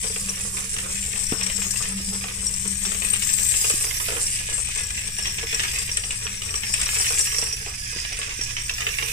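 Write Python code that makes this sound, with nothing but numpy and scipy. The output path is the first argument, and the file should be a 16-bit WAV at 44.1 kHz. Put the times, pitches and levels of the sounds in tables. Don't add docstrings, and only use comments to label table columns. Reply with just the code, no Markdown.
import sys
import numpy as np
from scipy import signal
from scipy.fft import rfft, irfft
from scipy.io import wavfile
from scipy.ndimage import map_coordinates

SR = 44100
rng = np.random.default_rng(int(sys.argv[2]) if len(sys.argv) > 2 else 0)


def log_audio(samples):
    frames = np.atleast_2d(samples).T
    limited = np.clip(frames, -1, 1)
    pcm = np.round(limited * 32767).astype(np.int16)
    wavfile.write(sys.argv[1], SR, pcm)


N = 402191
TIME = np.arange(N) / SR

# time in seconds, relative level in dB, left minus right in dB.
WHIRR_PATH = [(0.0, -31.5, 7.5), (0.53, -30.5, -4), (1.3, -28, 12.5), (1.8, -30.5, 14), (1.93, -33.5, 0),
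              (2.35, -33, 8.5), (3.15, -27, 15), (3.6, -21, 7), (3.97, -30.5, -3.5), (4.24, -26, 1.5),
              (4.65, -32, 8), (5.3, -34, 5.5), (5.53, -32, 5), (5.9, -33.5, 5.5), (6.4, -35, 11),
              (6.8, -28, 5.5), (7.19, -23, 6), (7.5, -36.5, 0), (8.8, -37, -0.5), (9.12, -32, -5)]
# frequency in Hz, 60 dB decay time in seconds, relative level in dB.
TIN_MODES = [(5695, .036, -5), (8412, .029, 1), (9365, .025, -5), (7590, .02, 0), (7920, .012, -3),
             (6630, .014, -9)]
# frequency in Hz, relative level in dB.
SHELL_SPECTRUM = [(900, -46), (1600, -9), (3000, -12), (4300, -10.5), (5200, -3), (6400, -4), (7700, 7.5),
                  (8900, 3), (9900, -5), (11200, -19.5), (15500, -26.5)]
FIZZ_SPECTRUM = [(7000, -36), (9500, -8), (10500, 11.5), (11500, 5), (13000, 6.5), (15500, 0)]
# time in seconds, level in dB.
MIDDLE_LEVEL = [(1.55, -49), (1.68, -27), (1.9, -54), (3.3, -40), (3.65, -34), (4.1, -66), (6.6, -50),
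                (7.1, -41), (7.6, -44.5), (9.1, -44)]
FIZZ_LEVEL = [(0.0, -41), (0.07, -45), (1.35, -46.5), (1.73, -38.5), (1.93, -48), (2.56, -46),
              (3.63, -30.5), (3.66, -37), (3.91, -31), (4.52, -50), (5.84, -41), (5.99, -53), (6.76, -42.5),
              (7.11, -34.5), (7.42, -39), (7.54, -49), (8.33, -55), (9.12, -36)]
def gears(ticks_per_s=1100, beat_hz=190, rasp_db=9, middle_hz=6750):
    beat = np.cumsum(beat_hz * (1 + .2 * walk(60))) / SR % 1
    drive = unit(ticks(ticks_per_s, 5) * undb(0.83 * walk(70) + walk(18) - rasp_db * beat))
    whirr = undb(-3) * unit(colour(drive, SHELL_SPECTRUM)) + undb(-6.5) * resonate(drive, TIN_MODES[1:])
    middle = band(drive, middle_hz, width_hz=800) * undb(curves(MIDDLE_LEVEL)[0])
    low_sheen, high_sheen = sheen(drive)
    fizz = unit(colour(ticks(ticks_per_s, 5.2) * undb(walk(25)), FIZZ_SPECTRUM))
    fizz *= undb(curves(FIZZ_LEVEL)[0])
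    return whirr * undb(curves(WHIRR_PATH)[0]) + middle, low_sheen, fizz + high_sheen


# time in seconds, relative levels of the lower and the upper in dB.
SHEEN_LEVELS = [(0.0, -54, -44), (0.07, -41, -46), (1.14, -60, -46), (1.4, -44, -32), (2.16, -40.5, -40),
                (3.12, -68, -50), (3.63, -34, -47), (4.62, -50, -48), (5.49, -58, -30.5),
                (5.69, -36.5, -50), (6.4, -52, -51), (6.65, -39, -33), (7.42, -37.5, -35), (7.67, -42, -49),
                (7.97, -31.5, -40), (8.15, -45, -44), (9.09, -43, -48), (9.12, -49, -51)]
def sheen(drive, lower_hz=5000, upper_hz=5400, high_hz=9400, swing_hz=550, rundown_db_per_s=2):
    lower_db, upper_db = curves(SHEEN_LEVELS)
    lower = band(drive, lower_hz, width_hz=250) * undb(lower_db)
    upper = band(drive, upper_hz, width_hz=250) * undb(upper_db - 1)
    angle = lap_angle()
    heading_db = 6 * np.cos(angle - 2 * np.pi * 0.38)
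    high_db = -39 + circling()[0] + heading_db - rundown_db_per_s * TIME
    high = band(drive, high_hz + swing_hz * np.sin(angle), width_hz=550)
    return lower + upper, high * undb(high_db)


# start in seconds, relative levels of blow and ring in dB.
CLINK_STRIKES = [(0.74, -17, -32), (1.465, -24, -45), (1.515, -24, -33), (1.708, -17, -29),
                 (1.8246, -16, -46), (2.442, -27, -23), (2.4663, -29, -18.5), (2.538, -35, -46),
                 (2.677, -34, -19.5), (2.716, -22, -24), (3.048, -28, -16), (3.1008, -20, -18),
                 (3.1303, -30, -17), (3.224, -14, -23), (3.272, -15, -21), (3.338, -18, -13.5),
                 (3.4276, -19, -27), (3.569, -16.5, -28), (3.698, -12.5, -34), (4.214, -17.5, -36),
                 (4.579, -34, -26), (4.647, -33, -22), (4.75, -24, -27), (4.906, -25, -39),
                 (5.073, -27, -26), (5.185, -25, -29), (5.546, -18, -40), (5.971, -15.5, -38),
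                 (6.1083, -21, -40), (6.4185, -25, -30), (6.7385, -21, -21), (6.814, -14.5, -34),
                 (7.193, -13, -25), (7.386, -31, -23), (8.19, -28, -22)]
def clinks(buzz_t60=0.016, detune=0.002):
    blows, buzz, rings = np.zeros((3, N))
    hz, t60, _ = TIN_MODES[1]
    for (s, blow_db, ring_db), bend in zip(CLINK_STRIKES, rng.standard_normal(len(CLINK_STRIKES))):
        add(blows, s, undb([blow_db + 19]))
        add(buzz, s, undb(blow_db + 6) * fade(buzz_t60))
        add(rings, s, undb(ring_db + 6) * ring(hz * (1 + detune * bend), t60))
    return colour(blows + buzz * rng.standard_normal(N), SHELL_SPECTRUM) + rings


# start in seconds, relative level in dB.
TAB_STRIKES = [(0.292, -20), (1.267, -23), (1.433, -20), (1.466, -19), (1.711, -21), (2.468, -18.5),
               (2.54, -18.5), (2.857, -20), (3.236, -18), (3.273, -27.0), (3.297, -19.5), (3.321, -26),
               (3.935, -32), (3.968, -20), (4.083, -29), (4.265, -17.5), (4.837, -23), (5.195, -27.0),
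               (5.271, -20), (5.544, -23), (5.602, -24), (5.915, -18), (5.967, -24), (6.508, -22),
               (6.557, -18), (6.86, -18), (6.949, -31), (7.008, -16), (7.088, -19), (7.114, -23),
               (7.207, -16), (7.318, -29), (7.365, -21), (7.385, -13), (7.417, -17), (7.487, -27.5),
               (7.527, -17.5), (7.543, -30), (8.128, -24), (8.413, -18), (8.436, -22), (8.697, -22.5),
               (8.738, -22)]
def tab_pings(bounce_s=0.0045, detune=0.0021):
    pings, taps = np.zeros((2, N))
    hz, t60, _ = TIN_MODES[0]
    for (s, db), (late, hard, bend) in zip(TAB_STRIKES, rng.standard_normal((len(TAB_STRIKES), 3))):
        add(taps, s, undb([db + 16]))
        add(pings, s, undb(db + 2.5) * ring(hz * (1 + detune * bend), t60))
        add(pings, s + bounce_s * (1 + .5 * np.tanh(late)), undb(db - 4 + 2 * hard) * ring(hz, t60))
    return pings + colour(taps, SHELL_SPECTRUM)


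def jingle(ticks_per_s=170):
    low = resonate(ticks(ticks_per_s, 3), TIN_MODES[:1])
    high = resonate(ticks(ticks_per_s, 3), TIN_MODES[1:3])
    return high * undb(curves(WHIRR_PATH)[0] - 7), low * undb(-41 + 0.61 * circling()[0])


# time in seconds, relative level in dB.
ROLL_LEVEL = [(0.0, -36.5), (0.56, -40.5), (0.96, -36), (1.17, -37.5), (1.7, -35.5), (2.18, -39),
              (3.6, -34.5), (5.26, -34.5), (5.56, -30), (6.04, -39.5), (6.53, -38.5), (6.99, -34),
              (7.31, -32), (7.49, -40), (7.77, -38.5), (8.18, -34.5), (8.63, -39.5), (9.12, -33.5)]
# frequency in Hz, relative level in dB.
WHEEL_SPECTRUM = [(300, -43), (700, -14.5), (1150, -6.5), (1560, -10), (1740, 0.5), (2000, 1), (2330, -3.5),
                  (2540, -0.5), (2750, 2.5), (3600, -2), (4200, -8), (6500, -1.5), (12000, -52)]
BOARD_SPECTRUM = [(150, -16.5), (320, 7.5), (450, 22), (530, 12.5), (640, 8.5), (920, 10), (1130, 15.5),
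                  (1500, 11.5), (3000, -27)]
# frequency in Hz, 60 dB decay time in seconds, relative level in dB.
FRAME_MODES = [(1692, 0.18, -2.5), (2571, 0.015, 1.5), (2844, 0.012, -8.5), (3520, 0.046, -20)]
def wheels(grit_per_s=260, frame_rise_db_per_s=0.88, cutoff_hz=1570, grain_db=5.2, hollow_db=6.9):
    roll_db = curves(ROLL_LEVEL)[0]
    grain = np.tanh(walk(40))
    grit = ticks(grit_per_s, 5) * undb(1.5 * grain)
    grating = undb(-1) * unit(colour(grit, WHEEL_SPECTRUM))
    frame = undb(-9.5 + frame_rise_db_per_s * TIME) * resonate(grit, FRAME_MODES)
    radiation = signal.cheby1(6, 1, cutoff_hz, "high", fs=SR, output="sos")
    rolling = signal.sosfilt(radiation, undb(roll_db) * (grating + frame))
    board_drive = ticks(grit_per_s, 5) * undb(grain_db * grain + hollow_db * np.tanh(walk(22)))
    board_db = -43 + 0.23 * roll_db - 0.56 * circling()[0]
    return rolling + unit(colour(board_drive, BOARD_SPECTRUM)) * undb(board_db)


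def wobble(turns_per_s=10, spread_db=3.5, jitter_turns=0.22):
    turns = np.arange(int(N / SR * turns_per_s))
    late, hard, hollow = rng.standard_normal((len(turns), 3)).T
    s = (turns + jitter_turns * late) / turns_per_s
    db = np.interp(s, *np.transpose(ROLL_LEVEL)) + spread_db * np.tanh(hard)
    return np.transpose([s, db - 2, db - 7 + spread_db * np.tanh(hollow)])


# start in seconds, relative wheel and board levels in dB.
HARD_JOLTS = [(0.0419, -30.5, -31.5), (0.1606, -28, -34), (0.2863, -31, -37), (0.3692, -35, -42),
              (0.5707, -25.5, -51), (0.5837, -32, -57), (0.7643, -26, -38), (0.7872, -27.5, -41.5),
              (1.1344, -30.5, -41.5), (1.1574, -31.5, -38), (1.323, -30, -28.5), (1.4118, -28, -51),
              (1.4208, -26, -49), (1.4647, -25, -41), (1.4996, -25, -39.5), (1.6193, -22.5, -45.5),
              (1.6433, -32, -49), (1.759, -28, -50), (1.8558, -26.5, -52), (2.2399, -26, -29.5),
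              (2.2838, -25, -42), (2.8515, -23, -45), (2.9174, -26.5, -35), (2.9463, -24, -34),
              (3.0211, -21, -47), (3.0341, -38, -50), (3.0481, -23.5, -55), (3.1359, -22.5, -41),
              (3.1588, -26.5, -47), (3.2217, -20.5, -41), (3.2915, -25.5, -55), (3.3853, -24, -35),
              (3.54, -22.0, -42), (3.6437, -18.5, -31), (3.7006, -21, -30.5), (3.8423, -28, -31),
              (3.9101, -27.5, -36.5), (4.0009, -24.5, -38), (4.0847, -24, -25), (4.1216, -40, -29),
              (4.1665, -25.5, -26.5), (4.488, -26, -37), (4.8051, -26.0, -39), (4.9039, -30, -40),
              (4.9787, -25, -43), (5.1872, -30, -37), (5.2551, -19.5, -37.0), (5.267, -24, -51),
              (5.3838, -24, -42), (5.4297, -23.5, -37.5), (5.5444, -23, -55), (5.5953, -15.5, -44),
              (5.6362, -20, -42), (5.6482, -24, -33.5), (5.7779, -29.5, -41), (5.8178, -28.5, -45),
              (5.8926, -26, -39), (5.9724, -22.5, -34), (6.0363, -25, -50), (6.1071, -23.5, -42),
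              (6.1271, -31, -46), (6.144, -44, -62), (6.2528, -36, -36), (6.2678, -23, -53),
              (6.4194, -24, -38.5), (6.4922, -31, -36), (6.5411, -25, -37.5), (6.6339, -24.5, -36.5),
              (6.6459, -39, -47), (6.7397, -18, -44), (6.7546, -35, -41.5), (6.7776, -25.5, -46.0),
              (6.7946, -28.5, -51), (6.8045, -30, -47), (6.8155, -21, -46), (6.8315, -24.0, -47),
              (6.8674, -23, -42.0), (6.8903, -21, -48), (6.9602, -23, -39), (6.9991, -24, -32),
              (7.02, -22, -41), (7.046, -21, -44), (7.0689, -23, -37), (7.105, -26, -27),
              (7.1966, -29, -36), (7.2715, -25, -35), (7.345, -29, -35), (7.383, -34, -32),
              (7.4235, -27, -32), (7.47, -30, -38), (7.662, -30.5, -29.5), (7.9859, -30, -54),
              (8.0497, -23, -48), (8.1126, -30, -50), (8.1275, -30, -60), (8.2163, -22, -56),
              (8.2303, -31, -53), (8.3081, -29, -53), (8.3191, -26.0, -45), (8.4109, -28, -48),
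              (8.5067, -26.0, -43.5), (8.5675, -20.5, -44), (8.58, -27.5, -46), (8.6952, -21, -38),
              (8.783, -23.5, -37), (8.806, -22.5, -40), (8.82, -24.0, -44), (8.8678, -18, -34),
              (8.8895, -24, -43), (8.9866, -22, -44), (9.0135, -29, -38), (9.0255, -22.5, -35),
              (9.0854, -24, -42)]
def jolts(chatter_t60=0.058, board_t60=0.092, detune=0.048, contact_hz=5000):
    clacks, chatter, thuds, clang = np.zeros((4, N))
    blows = np.vstack([HARD_JOLTS, wobble()])
    chances = rng.standard_normal((len(blows), len(FRAME_MODES), 2))
    for (s, wheel_db, board_db), chance in zip(blows, chances):
        add(clacks, s, undb([wheel_db + 20]))
        add(chatter, s, undb(wheel_db + 6.5) * fade(chatter_t60))
        add(thuds, s, undb(board_db - 2) * fade(board_t60))
        for (hz, t60, db), (favour, bend) in zip(FRAME_MODES[1:], chance):
            add(clang, s, undb(wheel_db + 2.5 + db + 2 * favour) * ring(hz * (1 + detune * bend), t60))
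    contact = lowpass(clacks + chatter * ticks(2500, 4.8), contact_hz)
    return clang + colour(contact, WHEEL_SPECTRUM) + colour(thuds * rng.standard_normal(N), BOARD_SPECTRUM)


# start in seconds, length in seconds, level in dB, pitch in Hz.
TYRE_SLIPS = [(4.095, 0.1, -36.5, 495), (7.166, 0.045, -41, 438)]
def scuffs():
    groans = np.zeros(N)
    for s, length, db, hz in TYRE_SLIPS:
        swell = np.sin(np.pi * np.clip((TIME - s) / length, 0, 1))
        groans += undb(db) * swell * band(rng.standard_normal(N), hz, width_hz=120)
    return groans


# time in seconds, distance in metres, relative leftward pan.
LAP_PASSES = [(0.0, 0.67, 13), (1.72, 2.45, 1), (3.66, 0.3, 1.5), (5.78, 0.59, 1), (7.09, 0.1, 0.5),
              (9.12, 0.43, -3.5)]
def lap_angle():
    return 2 * np.pi * np.interp(TIME, np.transpose(LAP_PASSES)[0], np.arange(len(LAP_PASSES)))


def circling(radius_m=0.3):
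    angle, closest = lap_angle(), curves(LAP_PASSES)[0]
    across = radius_m * np.sin(angle)
    distance = np.hypot(across, closest + radius_m * (1 - np.cos(angle)))
    return -20 * np.log10(distance), across / distance


# start in seconds, relative level in dB, pitch in Hz.
SOFT_BUMPS = [(1.322, -10.5, 244), (2.002, -31.5, 330), (3.739, -23.5, 260), (7.426, -22, 486),
              (7.962, -25, 298), (8.391, -30.5, 285)]
def bumps(tail_t60=0.099, crack_t60=0.013):
    knocks, tails, cracks = np.zeros((3, N))
    for s, db, hz in SOFT_BUMPS:
        cycle = np.arange(int(SR / hz)) * hz / SR
        add(knocks, s, undb(db) * np.sin(2 * np.pi * cycle) * np.sin(np.pi * cycle))
        add(tails, s, undb(db - 16) * fade(tail_t60))
        add(cracks, s, undb(db - 14) * fade(crack_t60))
    cracks *= noise([(1000, -3), (3000, -18), (6000, 4)])
    tails *= noise([(60, 5), (450, 5), (900, -18), (4000, -43)])
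    return knocks + cracks + tails


# frequency in Hz, relative level in dB.
RUMBLE_SPECTRUM = [(15, 0), (35, -1.5), (58, 1.5), (85, -3), (135, -14.5), (175, -14), (260, -25),
                   (450, -35), (700, -42), (4000, -29.5), (15000, -41)]
# time in seconds, relative level in dB.
DRONE_LEVEL = [(0.0, -51.5), (0.24, -35.5), (0.6, -49), (1.73, -41.5), (1.8, -48.5), (2.01, -32.5),
               (2.33, -47.5), (2.69, -38.5), (3.89, -57), (6.65, -51.5), (8.36, -79), (8.46, -61),
               (9.12, -82)]
def background(mains_hz=118, drone_hz=194):
    rumble = undb(-38) * noise(RUMBLE_SPECTRUM)
    side = undb(-60) * noise([(40, -2), (130, -31), (300, -14), (1000, 6)])
    mains = undb(-47 + 2 * walk(9.5)) * np.sin(phase(mains_hz + 2.497 * walk(23)))
    drone_db = curves(DRONE_LEVEL)[0] - 1 + 6.7 * np.tanh(walk(45))
    drone = undb(drone_db) * np.sin(phase(drone_hz + 3.55 * walk(70)))
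    return rumble + np.sqrt(2) * (mains + drone) + np.array([side, -side])


def room(x, pan_db, early_db=5, late_db=3, early_t60=0.055, late_t60=0.33, lag_s=0.0004794, size=8192):
    decay = np.exp(-np.log(1000) * np.arange(size) / SR / np.array([[early_t60], [late_t60]]))
    power = undb([early_db, late_db]) ** 2 @ (decay ** 2 / np.sum(decay ** 2, axis=1, keepdims=True))
    padded, window = np.pad(x, size), np.sin(np.pi * np.arange(size) / size)
    echoes = np.zeros((2, N + 3 * size))
    for start in range(0, N + size, size // 2):
        piece = padded[start:start + size] * window
        response = np.sqrt(power) * rng.standard_normal((2, size))
        echoes[:, start:start + 2 * size - 1] += signal.fftconvolve(piece[None], response, axes=1)
    direct = np.array([x, map_coordinates(x, [(TIME + lag_s * walk(2)) * SR], order=3)])
    sides = undb(np.array([pan_db, -pan_db]) / 2)
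    total_power = np.mean(sides ** 2, axis=0) * (1 + power.sum())
    return (direct + echoes[:, size:size + N]) * sides / np.sqrt(total_power)


def undb(db):
    return 10 ** (np.asarray(db) / 20)


def unit(x):
    return x / np.sqrt(np.mean(x ** 2))


def curves(table):
    s, *columns = np.transpose(table)
    return [np.interp(TIME, s, c) for c in columns]


def add(track, s, sound):
    start = int(np.clip(s * SR, 0, N - 1))
    track[start:start + len(sound)] += sound[:N - start]


def colour(x, points, size=4096):
    hz, db = np.transpose(points)
    grid = np.maximum(np.arange(size // 2 + 1) * SR / size, 1)
    cepstrum = irfft(np.log(undb(np.interp(np.log(grid), np.log(hz), db))))
    cepstrum[1:size // 2] *= 2
    cepstrum[size // 2 + 1:] = 0
    return signal.fftconvolve(x, irfft(np.exp(rfft(cepstrum))))[:len(x)]


def noise(spectrum):
    return unit(colour(rng.standard_normal(N), spectrum))


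def lowpass(x, hz):
    return signal.sosfilt(signal.butter(2, hz, fs=SR, output="sos"), x)


def phase(hz):
    return 2 * np.pi * np.cumsum(np.broadcast_to(hz, N)) / SR


def band(drive, hz, width_hz):
    carrier = np.exp(1j * phase(hz))
    return unit(np.real(carrier * lowpass(drive / carrier, width_hz / 2)))


def fade(t60):
    return np.exp(-np.log(1000) * np.arange(int(t60 * SR) + 2) / (t60 * SR))


def ring(hz, t60):
    decay = fade(t60)
    return decay * np.sin(2 * np.pi * hz * np.arange(len(decay)) / SR)


def resonate(drive, modes):
    return unit(sum(undb(db) * unit(signal.oaconvolve(drive, ring(hz, t60))[:N]) for hz, t60, db in modes))


def walk(rate):
    steps = rng.standard_normal(N // 100)
    return unit(np.interp(TIME * rate, np.arange(len(steps)), steps))


def ticks(rate, spread_db):
    impulses = (rng.random(N) < rate / SR) * np.sign(rng.standard_normal(N))
    return unit(impulses * undb(spread_db * np.clip(rng.standard_normal(N), -2, 2)))


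def scene():
    whirr, low_sheen, fizz = gears()
    high_jingle, low_jingle = jingle()
    rolling, clatter = wheels(), jolts()
    lap_pan, bearing = curves(LAP_PASSES)[1], circling()[1]
    wheel_pan_db, shell_pan_db = 0.23 * lap_pan, curves(WHIRR_PATH)[1] - 4
    toy = (room(rolling + scuffs(), wheel_pan_db)
           + room(clatter, wheel_pan_db, early_db=-1, late_db=-1.5, early_t60=0.021)
           + room(low_sheen + low_jingle, 6 * lap_pan - 5 * bearing)
           + room(tab_pings(), lap_pan - 5 * bearing, early_db=-2, late_db=-15)
           + room(clinks(), shell_pan_db, early_db=1, late_db=-4.5)
           + room(whirr + high_jingle, shell_pan_db, early_db=2.5, late_db=-4.5)
           + room(fizz, -6 - 18 * bearing))
    return toy + bumps() + background()


# frequency in Hz, left minus right in dB.
PORT_BASS = [(600, 0)]
PORT_TREBLE = [(1500, -1.5), (2100, -4), (3500, 0), (5600, -2.5), (7000, -1), (8300, 12.5), (8900, -5),
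               (9400, -9), (10100, -3), (11500, 1), (13300, -9), (14700, 17)]
def record(dry, top_hz=15250):
    ported = [colour(x, [(hz, sign * db / 2) for hz, db in PORT_BASS + PORT_TREBLE])
              for x, sign in zip(dry, (1, -1))]
    return signal.sosfilt(signal.ellip(10, .2, 80, top_hz, fs=SR, output="sos"), np.tanh(ported))


dry = scene()
out = record(dry)
log_audio(out)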